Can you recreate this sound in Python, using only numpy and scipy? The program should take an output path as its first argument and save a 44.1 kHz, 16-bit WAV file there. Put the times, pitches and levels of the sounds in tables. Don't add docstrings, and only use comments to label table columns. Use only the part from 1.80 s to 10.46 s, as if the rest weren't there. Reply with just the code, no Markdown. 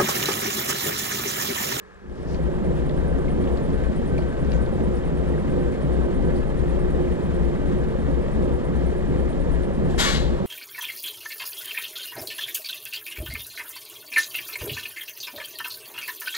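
import sys
import numpy as np
from scipy import signal
from scipy.fft import rfft, irfft, next_fast_len
from scipy.io import wavfile
from scipy.ndimage import uniform_filter1d

SR = 44100
rng = np.random.default_rng(int(sys.argv[2]) if len(sys.argv) > 2 else 0)


def natural_amplitude(level_db):
    exponent = np.asarray(level_db, float) / 20
    return 10 ** exponent


def master(y):
    cut = np.clip(np.atleast_2d(y).T, -1, 1)
    pcm = np.round(cut * 32767)
    wavfile.write(sys.argv[1], SR, pcm.astype(np.int16))


N = 381906
T = np.arange(N) / SR

CYCLE_HZ = 2.796
LEAK_S, OPEN_S = 8.09, 8.176
# lag in firing gaps, pipe level in dB, casing level in dB.
FIRINGS = [(0.214, -6.0, -2.4), (0.447, -2.5, -0.9), (0.189, -0.6, 0.6), (0.407, -3.5, 3.3),
           (0.224, -2.1, -0.2), (0.208, -7.0, -2.4), (0.168, -4.0, -1.1), (0.386, -2.0, -2.1),
           (0.146, 0.1, 0.2), (0.381, 1.0, -0.4), (0.229, -3.7, 1.1), (0.201, -9.0, 0.8)]
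# start in seconds, peak in dB, frequency in Hz.
THUMPS = [(0.74, -22.5, 164.2), (0.81, -24.5, 184), (1.042, -23.5, 147.6), (1.101, -23.5, 148.4),
          (1.458, -23, 151), (1.524, -22.5, 161), (2.022, -24.5, 158), (2.148, -27.5, 165),
          (2.249, -23.5, 154), (2.308, -25, 137), (2.527, -27.5, 150), (2.602, -19.5, 145.4),
          (2.826, -25.5, 123), (2.972, -22, 141), (3.168, -25, 184.3), (3.251, -24, 168),
          (3.381, -22.5, 175), (3.536, -21, 159), (3.677, -22, 152.5), (4.037, -18.5, 147),
          (4.146, -35, 139), (4.433, -19.5, 162), (4.574, -26.5, 137), (4.783, -24.5, 133),
          (4.857, -23, 153.6), (5.073, -26.5, 159), (5.187, -24, 158), (5.305, -26.5, 183),
          (5.528, -23, 182), (5.858, -24, 162), (5.987, -27, 140.5), (6.242, -24.5, 139.4),
          (6.458, -26, 151), (6.574, -24.5, 164.5), (7.107, -27.5, 175), (7.288, -22.5, 145),
          (7.419, -36, 177), (7.772, -28, 173), (8.326, -20.5, 150.7), (8.437, -25.5, 144)]
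# start in seconds, peak in dB, frequency in Hz.
KNOCKS = [(0.592, -25, 522), (1.099, -28.5, 595), (1.125, -26, 510), (1.244, -27, 509), (1.316, -21, 506),
          (1.562, -26, 501), (1.631, -29, 501), (1.889, -32, 614), (1.958, -27, 530), (2.024, -23, 507),
          (2.069, -27, 510), (2.136, -34, 616), (2.197, -26, 538), (2.359, -28, 490), (2.389, -25, 613),
          (2.673, -36, 511), (2.753, -22, 501), (2.929, -23.5, 540), (3.11, -26, 506), (3.465, -26, 533),
          (3.646, -28, 533), (3.745, -26, 554), (3.824, -27, 504), (3.95, -24.5, 497), (4.031, -29.5, 610),
          (4.309, -25, 510), (4.431, -27, 528), (4.536, -27.5, 533), (4.745, -29.5, 509),
          (4.782, -28.5, 517), (4.877, -29, 546), (5.251, -27.5, 527), (5.579, -26, 501), (5.817, -28, 614),
          (5.89, -28, 540), (5.932, -27, 501), (5.965, -28, 589), (6.155, -23, 533), (6.357, -26.5, 504),
          (6.416, -28, 587), (6.484, -26, 587), (6.657, -26, 565), (6.697, -27, 538), (6.782, -24, 504),
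          (6.869, -24, 490), (6.968, -25, 530), (7.035, -23, 501), (7.19, -28, 565), (7.452, -28, 519),
          (7.506, -27.5, 638), (7.601, -23, 546), (7.629, -29, 528), (7.736, -29, 649), (7.793, -28, 503),
          (7.906, -22.5, 554), (7.955, -28, 533), (8.037, -25, 501), (8.147, -30, 738), (8.27, -25, 514),
          (8.603, -25.5, 549)]
# start in seconds, peak in dB, frequency in Hz.
TAPS = [(0.6782, -40, 1610), (1.0952, -38, 1920), (1.176, -38, 1600), (1.2424, -37, 1650),
        (1.2763, -38, 1600), (1.3262, -35, 1620), (1.4424, -35, 1600), (1.4813, -34, 2150),
        (1.5946, -41, 1670), (2.2246, -38, 1640), (2.2635, -39, 1770), (2.3788, -35, 2340),
        (2.519, -37, 1700), (2.5604, -41, 1620), (3.386, -38, 1610), (3.5372, -35, 1910),
        (3.5781, -33, 1580), (3.8814, -37, 1600), (3.9088, -39, 1670), (4.1543, -39, 1590),
        (4.2056, -40, 1610), (4.8801, -37, 1860), (5.0437, -39, 1740), (6.1318, -40, 1620),
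        (6.1846, -38, 1660), (6.2146, -45, 1630), (6.3238, -40, 1640), (6.6556, -41, 1620),
        (7.7381, -38, 1630), (7.801, -40, 1650), (8.1372, -33, 1630)]
# start in seconds, peak in dB, frequency in Hz.
CHUFFS = [(0.587, -29.5, 250), (0.928, -32, 319), (1.404, -25.5, 233), (1.447, -26, 283), (1.828, -27, 216),
          (2.089, -25, 215), (2.118, -26, 224), (2.187, -23, 245), (2.68, -25, 205), (2.809, -23, 194),
          (3.069, -19.5, 204), (3.59, -21.5, 200), (3.644, -24, 274), (4.36, -23, 260), (4.495, -25.5, 221),
          (4.637, -29.5, 270), (4.851, -25, 277), (4.942, -28, 199), (5.127, -28.5, 237), (5.181, -24, 192),
          (5.265, -25, 237), (5.438, -20, 192), (5.474, -24, 225), (5.601, -23, 218), (5.785, -23, 275),
          (5.927, -20.5, 207), (6.066, -24.5, 217), (6.177, -25, 229), (6.279, -22.5, 274),
          (6.548, -24.5, 223), (6.638, -25, 211), (6.746, -28, 266), (6.995, -23, 272), (7.353, -24, 207),
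          (7.617, -31, 223), (7.704, -26, 274), (7.839, -26, 196), (7.977, -24, 223), (8.065, -26, 226),
          (8.334, -25, 216)]


def evened(x):
    return x / np.sqrt(np.mean(x ** 2) + 1e-20)


def read(points, hz):
    f, value = np.transpose(points)
    return np.interp(np.log(hz + 1), np.log(f + 1), value)


def curve(rows, t):
    s, *columns = np.transpose(rows)
    return [np.interp(t, s, c) for c in columns]


def colour(x, gain):
    size = next_fast_len(len(x))
    return irfft(rfft(x, size) * gain(np.fft.rfftfreq(size, 1 / SR)), size)[:len(x)]


def resonate(x, hz, width_hz):
    turn = np.exp(2j * np.pi * np.cumsum(hz * np.ones(len(x))) / SR)
    r = np.exp(-np.pi * width_hz / SR)
    return 2 * (turn * signal.lfilter([1 - r], [1, -r], x / turn)).real


def band_noise(hz, width_hz, second_width_hz):
    first = resonate(rng.standard_normal(N), hz, width_hz)
    return evened(resonate(first, hz, second_width_hz))


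def band_of(x, lo_hz, hi_hz):
    return colour(x, lambda hz: 1 / (1 + (lo_hz / (hz + 1)) ** 8) / (1 + (hz / hi_hz) ** 8))


def peaks(modes):
    def gain(f):
        return sum(natural_amplitude(db) * np.sqrt(2 * SR / (np.pi * w)) / (1 + (2 * (f - hz) / w) ** 2)
                   for hz, w, db in modes)
    return gain


def drift(per_s):
    return evened(colour(rng.standard_normal(N), lambda hz: 1 / (1 + (hz / per_s) ** 2)))


def hush():
    # frequency in Hz, density in dB per Hz.
    hush_spectrum = [(12, -37), (20, -11), (60, 3), (123, -14), (205, 0), (254, -18), (390, -2.5),
                     (500, -4), (580, -13), (871, -16), (1300, -10), (1450, -18), (1660, -6), (1890, -18),
                     (3000, -28.5), (7500, -38), (8500, -42), (12000, -47), (15600, -84), (22000, -120)]
    hum = evened(colour(rng.standard_normal(N), lambda hz: natural_amplitude(read(hush_spectrum, hz))))
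    return natural_amplitude(-50) * hum * np.clip(1 - (T - .15) / 0.85, 0, 1)


def clicks():
    # start in seconds, peak in dB, ring frequency in Hz, 60 dB decay in seconds.
    couplings = [(.145, -55, 7600, .05), (.298, -52, 5400, .03), (.33, -56, 7200, .05),
                 (.43, -50, 8500, .04), (.355, -50, 9000, .03), (.47, -43, 5000, .03),
                 (.512, -48, 6500, .03), (.555, -42, 4500, .03), (.546, -35, 4540, 0.039),
                 (1.095, -34, 3140, .05), (1.11, -39, 3200, .04), (1.176, -38, 2800, .03),
                 (1.505, -38, 2200, .04), (1.675, -34, 2300, 0.045), (1.386, -45, 6500, .04),
                 (1.205, -44, 3940, 0.027), (1.484, -36, 2060, 0.083), (1.641, -37, 2900, 0.036),
                 (1.773, -38, 4020, .06), (1.904, -39, 4560, 0.027), (1.978, -45, 2980, 0.035),
                 (2.381, -36, 1700, 0.05), (2.382, -41, 4440, 0.25), (2.383, -46, 6100, .05),
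                 (2.571, -40, 3500, 0.035), (2.648, -43, 5000, 0.036), (2.719, -34, 4200, 0.046),
                 (2.72, -35, 2500, .04), (2.732, -34, 3900, 0.037), (2.733, -32, 2300, .04),
                 (2.736, -43, 6500, 0.22), (2.862, -38, 3480, 0.061), (3.17, -46, 5000, .1),
                 (4.56, -46, 4470, 0.32), (4.63, -40, 2600, .04), (4.767, -48, 2400, .04),
                 (6.969, -46, 8200, 0.034), (7.53, -41, 3150, .06), (4.833, -45, 3110, .04),
                 (6.383, -44, 2560, .04), (7.834, -38, 3070, .04), (8.099, -38, 3130, .04)]
    out, t = np.zeros(N), T[:8000]
    grits = rng.standard_normal((len(couplings), len(t)))
    for (s, db, hz, t60), grit in zip(couplings, grits):
        snap = np.roll((grit + 6 * (t == 0)) * natural_amplitude(-60 * t / .006), 66)
        tick = colour(snap, lambda f: (f > 1500) / (1 + (f / (1.3 * hz + 600)) ** 10))
        tick = tick * np.minimum(t / .0012, 1) * natural_amplitude(-60 * t / .05)
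        ring = evened(resonate(resonate(grit, hz, 1100.), hz, 1100.))
        ring = ring * natural_amplitude(-60 * t / t60) * np.minimum(t / .002, 1) * (1 - t / t[-1])
        part = out[round((s - .0015) * SR):][:len(t)]
        part += natural_amplitude(db) * (0.87 * tick / abs(tick).max() + 0.25 * ring)[:len(part)]
    return out


def fade():
    start_s, lag_s, bend, floor_db, yard_db = 0.18, 0.24, 1.64, -38, -.5
    rise = 1 - np.exp(-np.maximum(T - start_s, 0) / lag_s)
    return natural_amplitude(yard_db) * np.maximum(rise ** bend, natural_amplitude(floor_db))


def crank():
    # time in seconds, lead on a steady turn in cycles.
    crank_lead = [
        (0.3, -0.032),
        (1.8, -0.023),
        (2.8, -0.043),
        (4.1, -0.039),
        (5.0, -0.027),
        (5.8, -0.034),
        (6.5, -0.023),
        (8.3, -0.022),
    ]
    return CYCLE_HZ * T + curve(crank_lead, T)[0]


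def exhaust(cycles, count, luck):
    pipe_hz, width_hz = 59.9, 13.5
    lag, pipe_db, _ = np.transpose(FIRINGS)
    slot = count % len(lag)
    pulses = np.zeros(N)
    at = np.interp(count + lag[slot] + .012 * luck[:, 0], cycles * 6, np.arange(N))
    pulses[(at + SR / pipe_hz).astype(int)] = natural_amplitude(pipe_db[slot] + 0.82 * luck[:, 1])
    pipe = evened(resonate(resonate(pulses, pipe_hz, width_hz), pipe_hz, width_hz))
    return natural_amplitude(-27) * colour(pipe, lambda hz: 1 / (1 + (hz / 78) ** 6))


def shaft(cycles):
    # multiple of the cycle, rms level in dB.
    harmonics = [(6, -39.5), (12, -33.3)]
    out = np.zeros(N)
    for k, db in harmonics:
        level = natural_amplitude(db + 2.6 * drift(1.7)) * np.sqrt(2)
        out += level * (-1) ** (k // 6) * np.cos(2 * np.pi * k * cycles)
    return out


def rattle(cycles):
    # frequency in Hz, share of power locked to the crank.
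    locked_share = [(60, .3), (90, .4), (160, .55), (300, .7), (500, .55), (800, .3), (1300, .05),
                    (3000, .0)]
    period = round(2 * SR / CYCLE_HZ)
    locked = rng.standard_normal(period)[(cycles / 2 * period).astype(int) % period]
    fresh = rng.standard_normal(N)
    shake = colour(locked, lambda hz: np.sqrt(read(locked_share, hz)))
    return shake + colour(fresh, lambda hz: np.sqrt(1 - read(locked_share, hz)))


def roar(cycles, shake):
    # frequency in Hz, density in dB per Hz.
    roar_spectrum = [(52, -35), (88, 1.5), (92, -9.5), (134, -2.5), (160, 0.5), (272, -5), (318, -7),
                     (360, -5.5), (398, -7), (493, -7), (669, -16), (1300, -27), (1690, -44), (2860, -120)]
    # low edge in Hz, high edge in Hz, swell in dB, crank angle of the swell in turns.
    surges = [
        (120, 230, 1.5, 0.38),
        (200, 230, 1., 0.43),
        (320, 560, 1, 0.6),
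        (620, 840, 0.2, .65),
    ]
    noise = natural_amplitude(-27.5) * evened(colour(shake, lambda hz: natural_amplitude(read(roar_spectrum, hz))))
    for lo_hz, hi_hz, db, turn in surges:
        swell = natural_amplitude(db * np.cos(2 * np.pi * (cycles - turn)))
        noise = noise + band_of(noise, lo_hz, hi_hz) * (swell - 1)
    return noise


def valve_gear(cycles):
    # frequency in Hz, density in dB per Hz.
    fizz_spectrum = [(760, -41), (1300, -5.5), (1700, 1), (2380, -9), (3130, -12), (3510, -13),
                     (5850, -22.5), (7480, -20.5), (8290, -23), (9090, -29.5), (9370, -24.5),
                     (10300, -26.5), (11300, -35), (12000, -32), (15000, -44)]
    # frequency in Hz, width in Hz, rms level in dB.
    panels = [(3110, 90, -67.5), (7200, 90, -82.5), (10200, 400, -80.5)]
    firing_db = 0.76 * np.exp(-(cycles * 6 % 1) / .3)
    cycle_db = 0.4 * np.cos(2 * np.pi * (cycles - .63))
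    knock = natural_amplitude(firing_db + cycle_db + 0.8 * drift(25.))
    fizz = colour(rng.standard_normal(N) * evened(knock), lambda hz: natural_amplitude(read(fizz_spectrum, hz)))
    contacts = natural_amplitude(3.8 * np.minimum(rng.exponential(1, N), 4)) * (rng.random(N) < 250 / SR)
    clatter = resonate(resonate(contacts, 1840.0, 700.), 1740.0, 700.)
    clatter += 1.8 * resonate(resonate(contacts, 1120.0, 450.), 1120.0, 450.)
    fizz = natural_amplitude(-49) * (evened(fizz) + natural_amplitude(-6.5) * evened(clatter))
    return fizz + colour(rng.standard_normal(N), peaks(panels))


def casing(load_db, shake):
    # frequency in Hz, width in Hz, rms level in dB.
    casing_modes = [(153.8, 7.6, -49.5), (267.7, 4.4, -49.5), (488, 4.3, -59.5), (533, 20, -56)]
    return colour(shake, peaks(casing_modes)) * natural_amplitude(2.0 * load_db + 0.61 * drift(1.0))


def bonnet(cycles, count, luck, shake):
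    # frequency in Hz, width in Hz, level in dB.
    bonnet_modes = [(348.1, 4.2, -3), (364, 4.4, 5.5)]
    drum_by_firing = [-31, -36, -47, -30, -28.5, -34.5, -46, -35, -54, -32, -35.5, -36.5]
    # time in seconds, gain of the reflecting walls in dB.
    walls_gain = [
        (.5, 1),
        (2.6, -4),
        (4.0, 2.5),
        (5.3, 3.5),
        (6.3, -0.5),
        (7.4, 1.3),
        (8.6, -3.5),
    ]
    drum = colour(shake, peaks(bonnet_modes))
    drum /= np.sqrt(uniform_filter1d(drum ** 2, 6000) + 1e-3)
    drum_db = np.array(drum_by_firing)[count % len(FIRINGS)] + 0.5 * luck[:, 0]
    lag = -0.088
    return drum * natural_amplitude(np.interp(cycles * 6, count + lag, drum_db) + curve(walls_gain, T)[0] - 4.0)


def rumble():
    def gain(hz):
        return (hz / 16) ** 3 / (1 + (hz / 16) ** 3) / (1 + (hz / 65) ** 6)
    return natural_amplitude(-34.5) * evened(colour(rng.standard_normal(N), gain))


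def engine():
    cycles = crank()
    count = np.arange(int(cycles[-1] * 6))
    luck = rng.standard_normal((len(count), 2))
    casing_db = np.transpose(FIRINGS)[2]
    load_db = np.interp(cycles * 6 % 12, np.arange(12) + .7, casing_db, period=12)
    shake = rattle(cycles) * natural_amplitude(0.2 * load_db + .5 * drift(1.5))
    out = exhaust(cycles, count, luck) + shaft(cycles) + roar(cycles, shake) + valve_gear(cycles)
    return out + casing(load_db, shake) + bonnet(cycles, count, luck, shake) + rumble()


def belt():
    # time in seconds, squeak level in dB, lag in seconds.
    labour = [(.6, 0, -.003), (1.3, 1, -.004), (2.6, 2, .002), (3.2, 2.5, .008), (3.7, 0.5, .012),
              (4.4, 0, .004), (4.85, 3, 0), (5.2, -1, .001), (6.2, -2, -0.0013), (6.6, 2, -.002),
              (7.1, 1, -.002), (7.6, 4, -.008), (8.1, 4.5, -0.00018)]
    level_db, lag = curve(labour, T)
    turns = 9.163 * (T - lag) - 0.68
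    size = natural_amplitude(1.8 * rng.standard_normal(int(turns[-1]) + 3))[(turns + 1).astype(int)]
    gate = (turns % 1) / .12 * np.exp(1 - (turns % 1) / 0.14) * size
    squeak = band_noise(8830, 70., 110.)
    squeak /= np.sqrt(uniform_filter1d(squeak ** 2, size=900) + .3)
    puff = band_noise(10150, 400., 400.)
    chirp = evened(squeak * gate) + natural_amplitude(-9) * evened(puff * gate)
    return natural_amplitude(-71 + level_db) * chirp * (T < OPEN_S)


def scuff():
    # full level at in seconds, level in dB, rise in seconds, hold in seconds.
    scuffs = [
        (0.39, -66.5, .12, .08),
        (0.498, -57.5, 0.027, 0.054),
    ]
    band = colour(rng.standard_normal(N), lambda hz: 1 / (1 + ((hz - 5000) / 1600) ** 2))
    drag = np.zeros(N)
    for s, db, rise, hold in scuffs:
        fall_db = 350 * np.maximum(T - s - hold, 0)
        drag += np.clip((T - s) / rise + 1, 0, 1) * natural_amplitude(db - fall_db)
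    return evened(band) * drag


def whine():
    # start in seconds, length in seconds, level in dB.
    pulls = [(.56, 0.33, -60), (1.2, 0.29, -54), (1.97, 0.13, -54), (2.28, .38, -52.5), (2.72, 0.15, -48.5),
             (3.72, 0.31, -54.5), (4.18, 0.14, -57), (4.38, .14, -56), (5.0, 0.13, -59), (5.49, .1, -57),
             (5.74, 0.15, -56), (6.02, .13, -58)]
    edge_s, idle_db = 0.05, -66
    tone = band_noise(1536, 9., 9.)
    tone = tone / np.sqrt(uniform_filter1d(tone ** 2, size=3000) + 0.12)
    pull = np.zeros(N)
    for s, length, db in pulls:
        pull += natural_amplitude(db) * np.clip(np.minimum(T - s, s + length - T) / edge_s + .5, 0, 1)
    idle = natural_amplitude(idle_db) * fade() * (T < sum(pulls[-1][:2]))
    return natural_amplitude(-2) * tone * (pull + idle)


def blows(rows, rise_s, t60, trim_db):
    out, t = np.zeros(N), T[:6000]
    for s, db, hz in rows:
        ring = natural_amplitude(db + trim_db - 60 * t / t60) * np.minimum(t / rise_s, 1) * np.sin(2 * np.pi * hz * t)
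        part = out[round(s * SR):][:len(t)]
        part += ring[:len(part)]
    return out


def lull(x, rows, before_s, after_s, lo_hz, hi_hz, depth):
    marks = np.zeros(N)
    for s, *_ in rows:
        marks[round((s - before_s) * SR):round((s + after_s) * SR)] = depth
    return x - band_of(x, lo_hz, hi_hz) * uniform_filter1d(marks, size=200)


def knocks():
    early = np.subtract(KNOCKS, [.0025, 0, 0])
    crack = early * [1, 1, 1.4]
    return blows(early, 0.0026, 0.05, 3.5) + blows(crack, 0.0023, 0.031, -6)


def pressure():
    rise_s, shut_s, shut_db_per_s = 0.025, 8.36, 256
    leak = natural_amplitude(-48.5 - 100 * (T - LEAK_S)) * np.clip((T - LEAK_S) / 0.013, 0, 1)
    after = np.maximum(T - shut_s, 0)
    closing = natural_amplitude(-shut_db_per_s * after)
    tail = closing + natural_amplitude(-9 - 61 * after) * (1 - closing)
    bleed = natural_amplitude(-23.5 - 45.5 * np.clip(T - OPEN_S - rise_s, 0, shut_s - OPEN_S - rise_s))
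    return leak + np.clip((T - OPEN_S) / rise_s, 0, 1) * bleed * tail


def air():
    # frequency in Hz, density in dB per Hz.
    jet_spectrum = [(260, -45), (450, -7), (499, -7), (802, -0.5), (1090, 1), (1290, -2), (1700, 2),
                    (2230, -4.5), (2580, -6.5), (3320, -0.5), (4960, -7), (6000, -9), (7500, -4.5),
                    (8320, -12.5), (12100, -18), (15500, -34)]
    # frequency in Hz, width in Hz, level in dB.
    nozzle = [
        [(1830, 50, -1), (2018, 25, -6), (2270, 23, -6), (3220, 23, -1), (3370, 30, -4), (3643, 20, -8),
         (3810, 23, 2), (4050, 36, -7), (4560, 39, -5), (5310, 32, -15), (5755, 30, -10), (6280, 69, -12),
         (6555, 25, -6), (7050, 25, -13)],
        [(1140, 100, 4), (1370, 23, -4), (1580, 34, 0), (1745, 30, 0), (2160, 18, -4), (2280, 19, 2),
         (2940, 42, 0), (3385, 37, 0), (3830, 51, -7), (4345, 40, -9), (4720, 41, -2), (5710, 40, -12),
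         (6160, 45, -6)],
        [(1105, 64, 2), (1530, 200, -7), (2135, 31, -3), (3370, 44, -4), (3810, 39, -2), (4040, 50, 1),
         (4345, 40, -3), (4570, 21, -10), (4980, 34, -9), (5730, 72, -13), (6220, 46, -5), (6560, 36, -7)],
    ]
    # centre in seconds, spread in seconds, level in dB.
    singing = [
        (8.215, 0.039, -12.5),
        (8.285, 0.029, -11.5),
        (8.38, 0.083, -11.5),
    ]
    jet = evened(colour(rng.standard_normal(N), lambda hz: natural_amplitude(read(jet_spectrum, hz))))
    walls = rng.standard_normal(900) * (rng.random(900) < .03) * natural_amplitude(-25. - 8. * np.arange(900) / 900)
    walls[0] = 1
    jet = evened(signal.oaconvolve(jet, walls)[:N])
    start = round(LEAK_S * SR)
    t = T[start:]
    for modes, (s, spread, db) in zip(nozzle, singing):
        hz, width, mode_db = np.transpose(modes)[:, :, None]
        wander = np.cumsum(rng.standard_normal((len(modes), len(t))), axis=1) * np.sqrt(1.54 * width / SR)
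        tones = (natural_amplitude(mode_db) * np.sin(2 * np.pi * hz * t + wander)).sum(0) * np.sqrt(2)
        jet[start:] += natural_amplitude(db) * np.exp(-((t - s) / spread) ** 2 / 2) * tones
    dull = colour(jet, lambda hz: natural_amplitude(-12.5 * abs(np.log2(np.clip(hz, 1400, 4400) / (hz + 1)))))
    spent = np.clip((T - 8.2) / 0.42, 0, 1)
    jet = (1 - spent) ** 2 * jet + (1 - (1 - spent) ** 2) * dull
    return jet * pressure()


def scene():
    running = lull(engine(), THUMPS, 0.026, .07, 133.0, 176.0, 0.49)
    running = lull(running, KNOCKS, 0.0096, 0.013, 480.0, 810.0, 0.73)
    running = lull(running, CHUFFS, .015, .04, 226.0, 286.0, 0.46)
    running = lull(running, TAPS, .006, .006, 1350.0, 2300.0, 0.39)
    mono = (running + belt()) * fade() + whine() + scuff() + air() + hush() + clicks()
    mono += blows(THUMPS, 0.0076, 0.26, 0.5) + blows(CHUFFS, 0.0066, .18, 0.1)
    mono += blows(TAPS, .0015, 0.037, -1.0) + knocks()
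    return np.array([mono, mono])


def starve(x):
    # frequency in Hz, chance of a dropped tile from 0 to 1.
    drop_chance = [(10650, .0), (10950, .75), (11250, .65), (11550, .06), (12400, .03), (12700, .85),
                   (13100, .9), (13500, .2), (14300, .3), (14800, .8), (15200, .97)]
    hz, t, z = signal.stft(x, SR, nperseg=1024, noverlap=768)
    band, block = np.arange(len(hz)) // 6, np.arange(len(t)) // 8
    luck = rng.random((block[-1] + 1, band[-1] + 1))[block][:, band].T
    top = abs(z[hz > 9000]).sum(0)
    jump = top > 8 * np.roll(top, 9)
    lucky = luck > read(drop_chance, hz[band * 6 + 2])[:, None]
    keep = lucky | jump & (hz < 15700)[:, None]
    return signal.istft(z * keep, SR, nperseg=1024, noverlap=768)[1][:N]


def band_limit(x):
    return signal.sosfilt(signal.butter(12, 15710, fs=SR, output="sos"), x)


def record(dry):
    # frequency in Hz, turn of the side from the middle in radians.
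    side_turn = [(120, 0), (132, -.5), (150, -1.75), (165, -1.93), (220, -1.95), (260, -2.17), (420, -2.2),
                 (860, -2.1), (920, -1.83), (1800, -1.35), (3200, -.98), (4000, -.46), (4600, -.14),
                 (4950, 0)]
    mid = starve(dry.mean(0))
    side = colour(mid, lambda hz: np.exp(1j * read(side_turn, hz)))
    side = colour(side, lambda hz: 1 - .04 / (1 + (hz / 150) ** 4))
    leak = natural_amplitude(-60.5) * evened(colour(mid[::-1], lambda hz: 1 / (1 + (hz / 110) ** 4)))
    return band_limit(np.array([mid + side, mid - side + leak]))


dry = scene()
out = record(dry)
master(out)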